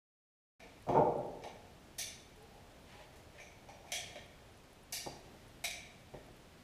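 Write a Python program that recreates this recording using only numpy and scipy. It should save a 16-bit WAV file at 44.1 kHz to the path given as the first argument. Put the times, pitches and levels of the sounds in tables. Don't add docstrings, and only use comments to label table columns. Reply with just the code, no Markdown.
import sys
import numpy as np
from scipy import signal
from scipy.fft import rfft, irfft, next_fast_len
from scipy.io import wavfile
from scipy.ndimage import uniform_filter1d, map_coordinates

SR = 44100
rng = np.random.default_rng(int(sys.argv[2]) if len(sys.argv) > 2 else 0)


def bounce(signal):
    frames = np.transpose(np.atleast_2d(signal))
    limited = np.clip(frames, -1, 1)
    pcm = np.round(limited * 32767).astype(np.int16)
    wavfile.write(sys.argv[1], SR, pcm)


N = 292383
TAIL = 2 ** 16


def amp(db):
    return 10 ** (np.asarray(db) / 20)


def unit(x):
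    return x / np.sqrt(np.mean(x ** 2) + 1e-20)


def along(points, hz):
    point_hz, value = np.transpose(points)
    return np.interp(np.log(hz + 1), np.log(point_hz + 1), value)


def curves(rows):
    s, *columns = np.transpose(rows)
    return [np.interp(np.arange(N) / SR, s, column) for column in columns]


def wobble(rate):
    knots = rng.standard_normal(int(N * rate / SR) + 4)
    return map_coordinates(knots, [np.arange(N) * rate / SR])


def filtered(x, response):
    m = next_fast_len(len(x) + 8192)
    spectrum = rfft(x, m) * response(np.fft.rfftfreq(m, 1 / SR))
    return irfft(spectrum, m)[:len(x)]


def noise(spectrum):
    def response(hz):
        return amp(np.where(hz > spectrum[0][0], along(spectrum, hz), -120))
    return unit(filtered(rng.standard_normal(N), response))


def walls(direct_db, rise):
    # (frequency [Hz], t60 [s])
    decay = [(100, 1.47), (500, 0.87), (1000, 0.72), (2300, 0.74), (4000, 0.61), (9000, 0.48),
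             (14000, 0.28)]
    # (frequency [Hz], level [dB])
    near_boost = [(150, 9), (700, 5), (1400, 8), (2500, -2), (10000, 0.5)]
    near_t60 = 0.14
    hz, t, z = signal.stft(rng.standard_normal(TAIL), SR, nperseg=256)
    late = amp(-60 * t / along(decay, hz)[:, None])
    near = 1 + np.outer(amp(along(near_boost, hz)) - 1, amp(-60 * t / near_t60))
    lumps = unit(uniform_filter1d(rng.standard_normal(len(t)), size=3))
    bunches = amp(3.0 * lumps * np.exp(-t / 0.048))
    wash = signal.istft(z * late * near * bunches, SR, nperseg=256)[1][:TAIL]
    wash = wash * (1 - np.exp(-np.arange(TAIL) / SR / max(rise, 1 / SR)))
    return np.concatenate([[amp(direct_db)], wash[1:]])


def blows(events, modes, contact_hz, rise, middle_hz, favour_octaves, scatter_db):
    out = np.zeros(N + TAIL)
    f = np.fft.rfftfreq(TAIL, 1 / SR)
    hz, usual_db, _ = np.transpose(modes)
    ring = np.array([(1j * f * w / (c * c - f * f + 1j * f * w)) ** 2 * np.sqrt(2 * SR / (np.pi * w))
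                     for c, _, w in modes])
    soft = 1 / (1 - (f / contact_hz) ** 2 + 1j * np.sqrt(2) * f / contact_hz)
    for s, db, direct_db, sharp_db, *places in events:
        place_db = 0
        for at_hz, change_db in zip(places[::2], places[1::2]):
            place_db = place_db + change_db * np.exp(-(np.log2(hz / at_hz) / favour_octaves) ** 2)
        tilt_db = sharp_db * np.log2(hz / middle_hz)
        strength_db = usual_db + tilt_db + place_db + scatter_db * rng.standard_normal(len(hz))
        heard = (amp(strength_db) @ ring) * soft * rfft(walls(direct_db, rise))
        out[round(s * SR):][:TAIL] += amp(db) * irfft(heard, TAIL)
    return out[:N]


def air_and_knock_tail():
    # (frequency [Hz], relative level [dB per Hz])
    hiss_spectrum = [(15, -36), (25, -3), (71, -3.5), (119, -6), (159, -10), (182, -6), (208, -6),
                     (479, -13), (736, -15.5), (1230, -18), (1330, -18.5), (3060, -21.5), (7020, -29.5),
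                     (11100, -35), (15300, -40.5)]
    hum_spectrum = [(250, -41), (380, -3), (700, -0.5), (920, -9.5), (1050, -35)]
    rumble_spectrum = [(15, -5), (30, -11.5), (65, -6), (150, -4.5), (300, -40)]
    # (time [s], rumble before wavering [dB], hum before wavering [dB])
    slow_levels = [(0.7, -77, -94), (0.78, -69, -70), (0.91, -60, -98), (1.06, -65, -43), (1.69, -70, -66),
                   (2.38, -67, -72), (2.55, -65.5, -64), (3.46, -68, -67), (4.08, -63, -63.5),
                   (4.28, -67, -69), (4.88, -69.5, -70.5), (5.23, -64, -67.5), (5.97, -67, -69),
                   (6.33, -67, -68.5), (6.63, -68, -75)]
    rumble_db, hum_db = curves(slow_levels)
    hiss = amp(-60 + 0.6 * wobble(3)) * noise(hiss_spectrum)
    rumble = amp(rumble_db + 0.6 * wobble(6)) * noise(rumble_spectrum)
    hum = amp(hum_db + 0.52 * wobble(8.8)) * noise(hum_spectrum + [(1300, -120)])
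    return hiss + rumble + hum


def ticks():
    # (time [s], level [dB])
    clear_ticks = [(0.825, -70), (1.1804, -68), (1.2645, -71), (1.4576, -67), (2.363, -71), (2.428, -68),
                   (2.8274, -72), (3.1403, -74), (4.1624, -70), (4.2627, -70), (4.7321, -66.5),
                   (4.8344, -70), (5.4834, -71), (6.2654, -72), (6.3684, -73)]
    # (frequency [Hz], relative level [dB per Hz])
    tick_spectrum = [(6500, -20), (8500, 0), (9800, 1), (10400, 8), (11300, 9), (11800, -2), (13500, -6),
                     (15000, -20)]
    weak_count, weak_db, spread_db = 160, -82, 1.5
    gate = np.zeros(N)
    weak_gain = amp(weak_db + spread_db * rng.standard_normal(weak_count))
    gate[rng.integers(N, size=weak_count)] = weak_gain
    gate = gate * amp(2.2 * wobble(8))
    for s, db in clear_ticks:
        gate[round(s * SR)] = amp(db)
    puff = np.exp(-(np.arange(-600, 601) / SR / 0.004) ** 2)
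    return signal.fftconvolve(gate, puff, "same") * noise(tick_spectrum)


def rustle():
    # (time [s], level before flutter [dB])
    rubbing = [(2.3, -77), (2.384, -78), (2.778, -79), (2.89, -67), (2.898, -61), (3.036, -61.5),
               (3.088, -71), (3.156, -68), (3.3, -89), (3.35, -66)]
    # (frequency [Hz], relative level [dB per Hz])
    cloth_spectrum = [(530, -22.5), (900, 0), (1030, -5), (1470, -13), (1780, -2), (2930, -6), (12000, -28),
                      (15600, -60), (22000, -120)]
    start, end = rubbing[0][0], rubbing[-1][0]
    moving = np.interp(np.arange(N) / SR, [start - 0.1, start, end, end + 0.11], [0, 1, 1, 0])
    return moving * amp(curves(rubbing)[0] + 1.1 * wobble(67)) * noise(cloth_spectrum)


def creaks():
    # (start [s], length [s], mean pitch [Hz], level before wavering [dB])
    creak_rows = [(2.359, 0.1, 440, -61), (2.396, 0.23, 807, -64), (2.92, 0.062, 1010, -64.5),
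                  (2.925, 0.135, 831, -62.5), (2.98, 0.055, 651, -61)]
    t, out = np.arange(N) / SR, np.zeros(N)
    for s, length, hz, db in creak_rows:
        swell = np.clip(np.minimum(t - s, s + length - t) / 0.014, 0, 1)
        level = amp(db + 3.2 * wobble(29.88))
        phase = 2 * np.pi * hz * np.cumsum(1 + 0.01546 * wobble(25)) / SR
        out += level * swell * np.sin(phase)
    room = walls(46.0, rise=0.01)
    return signal.fftconvolve(out, room / np.linalg.norm(room))[:N]


def timber_and_tube():
    # (frequency [Hz], usual strength [dB], width [Hz])
    low_modes = [(70, -25, 87), (144, -14.5, 87), (259, -13.5, 67), (367.4, -9, 92), (463, -6, 90),
                 (594, -4.5, 81), (693, -8.5, 104), (805, -9.5, 54), (890, -10, 40), (1085, -19, 90),
                 (1360, -25.5, 82)]
    # (time [s], relative level [dB], direct path gain against the wash [dB],
    # sharpness [dB per octave], then pairs of modes favoured or damped: frequency [Hz], change [dB])
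    knocks = [(0.63, -59.5, 21, -2.5, 700, 1.8, 70, -12), (0.868, -44.5, 26, -3, 590, 7, 805, -14),
              (0.888, -34.5, 30.5, -1.5, 706, 5.3, 465, 2.5), (0.914, -41, 25, 3, 400, 6, 895, 3),
              (0.947, -26.5, 28.5, 0.3, 900, 4.2, 700, -7, 400, 4),
              (0.965, -29, 30.7, 1, 810, 3, 410, 9, 200, -8), (1.069, -46, 32.5, 0, 594, 12.6, 255, -14),
              (1.129, -47, 26, 3, 500, 16, 695, -12), (1.439, -51, 28.8, 6.5, 740, 8.2, 370, -6),
              (1.992, -70.5, 36.72, -0.5, 707, 19.3, 465, 2), (3.347, -72, 22.22, 4, 594, 5, 255, -8),
              (3.393, -64.5, 31.32, 4, 614, 4.4, 252, -12), (3.686, -63.5, 34.56, 4, 835, 10.2, 594, 4),
              (3.843, -63, 31, 5, 740, 15, 465, -10), (3.921, -67, 31.48, 12, 648, 18, 805, 3),
              (4.115, -65.5, 28.08, 6, 695, 11.3, 895, 2.5), (4.156, -63.5, 37, -4.5, 614, 12, 805, -12),
              (4.93, -69, 31.48, 12, 695, 16, 594, 4), (5.063, -50, 38, -2, 740, 9.9, 367, 4, 500, -5),
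              (5.641, -62, 36.72, 5, 700, 15, 594, 3.5), (6.1385, -55, 35.7, -3, 370, 5.3, 255, 4),
              (6.283, -79, 36.72, 3, 695, 17, 465, -1)]
    return blows(knocks, low_modes, contact_hz=1240, rise=0.0037, middle_hz=594,
                 favour_octaves=0.13, scatter_db=1.5)


def gun():
    # (frequency [Hz], usual strength [dB], width [Hz])
    steel_modes = [(671, -20, 110), (1850, -16, 155), (2287, -9, 397), (2800, -13.5, 195), (3270, -12, 270),
                   (3545, -11.5, 177), (3824, -10.5, 256), (4420, -12, 380), (4710, -17, 130),
                   (5280, -13, 175), (5786, -11, 210), (6124, -7.5, 480), (7230, -12, 780),
                   (7880, -12.5, 730), (9500, -11, 1300), (11130, -11, 900), (12500, -12, 2300),
                   (14400, -29, 1500)]
    # (time [s], relative level [dB], direct path gain against the wash [dB],
    # sharpness [dB per octave], then pairs: frequency [Hz], change [dB] of
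    clicks = [(0.603, -60, 24, -7, 2300, 3, 3560, -2), (0.888, -54.5, 24, -8, 3050, 8, 690, -15),
              (0.955, -67, 29, -5, 2260, 11, 690, -16), (1.4225, -68, 28, -8, 5200, 12, 700, -13),
              (1.437, -56, 26, -5, 3100, 3, 687, -17), (1.9825, -40.5, 12, 1.2, 3650, 3, 4380, 5, 9550, 5),
              (1.987, -48, 15, 5, 6150, 6, 9550, 4), (3.1585, -66.5, 21, 0.5, 7000, 10, 3620, -12),
              (3.382, -60, 19, -8.5, 2200, 11, 695, -15), (3.4015, -64, 21, 0.5, 5930, 14, 2260, -12),
              (3.688, -61, 24, -6, 5750, 8, 3850, -10), (3.856, -68, 21, -4, 2260, 4, 690, -17),
              (3.876, -62.5, 16, -3.5, 2260, 6, 690, -12),
              (3.9195, -37, 23, -1.6, 3280, 8, 2300, 4, 1870, -4), (3.9545, -59, 24, 7, 7600, 17, 2260, 3),
              (4.1565, -57.5, 27, -9.5, 3220, 7.5, 690, -16),
              (4.924, -39, 16.5, 4.5, 4780, 13, 3350, -13, 1870, 8, 10300, 7),
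              (5.64, -38.5, 19, -1.2, 2260, 5, 3820, 4.5, 8800, -6),
              (5.7105, -56, 29, 2, 2260, 12, 6200, 5), (6.139, -67, 26, -9.5, 1870, 3, 706, -9)]
    return blows(clicks, steel_modes, contact_hz=17800, rise=0.0024, middle_hz=4030,
                 favour_octaves=0.068, scatter_db=1.5)


def scene():
    return (gun() + timber_and_tube() + creaks() + rustle() + ticks() + air_and_knock_tail())[None]


def record(dry):
    start_s, top_hz = 0.595, 15330
    fade = np.clip((np.arange(N) / SR - start_s) / 0.004, 0, 1)
    limited = filtered(dry[0] * fade, lambda hz: hz < top_hz)
    return limited[None] * (fade > 0)


dry = scene()
out = record(dry)
bounce(out)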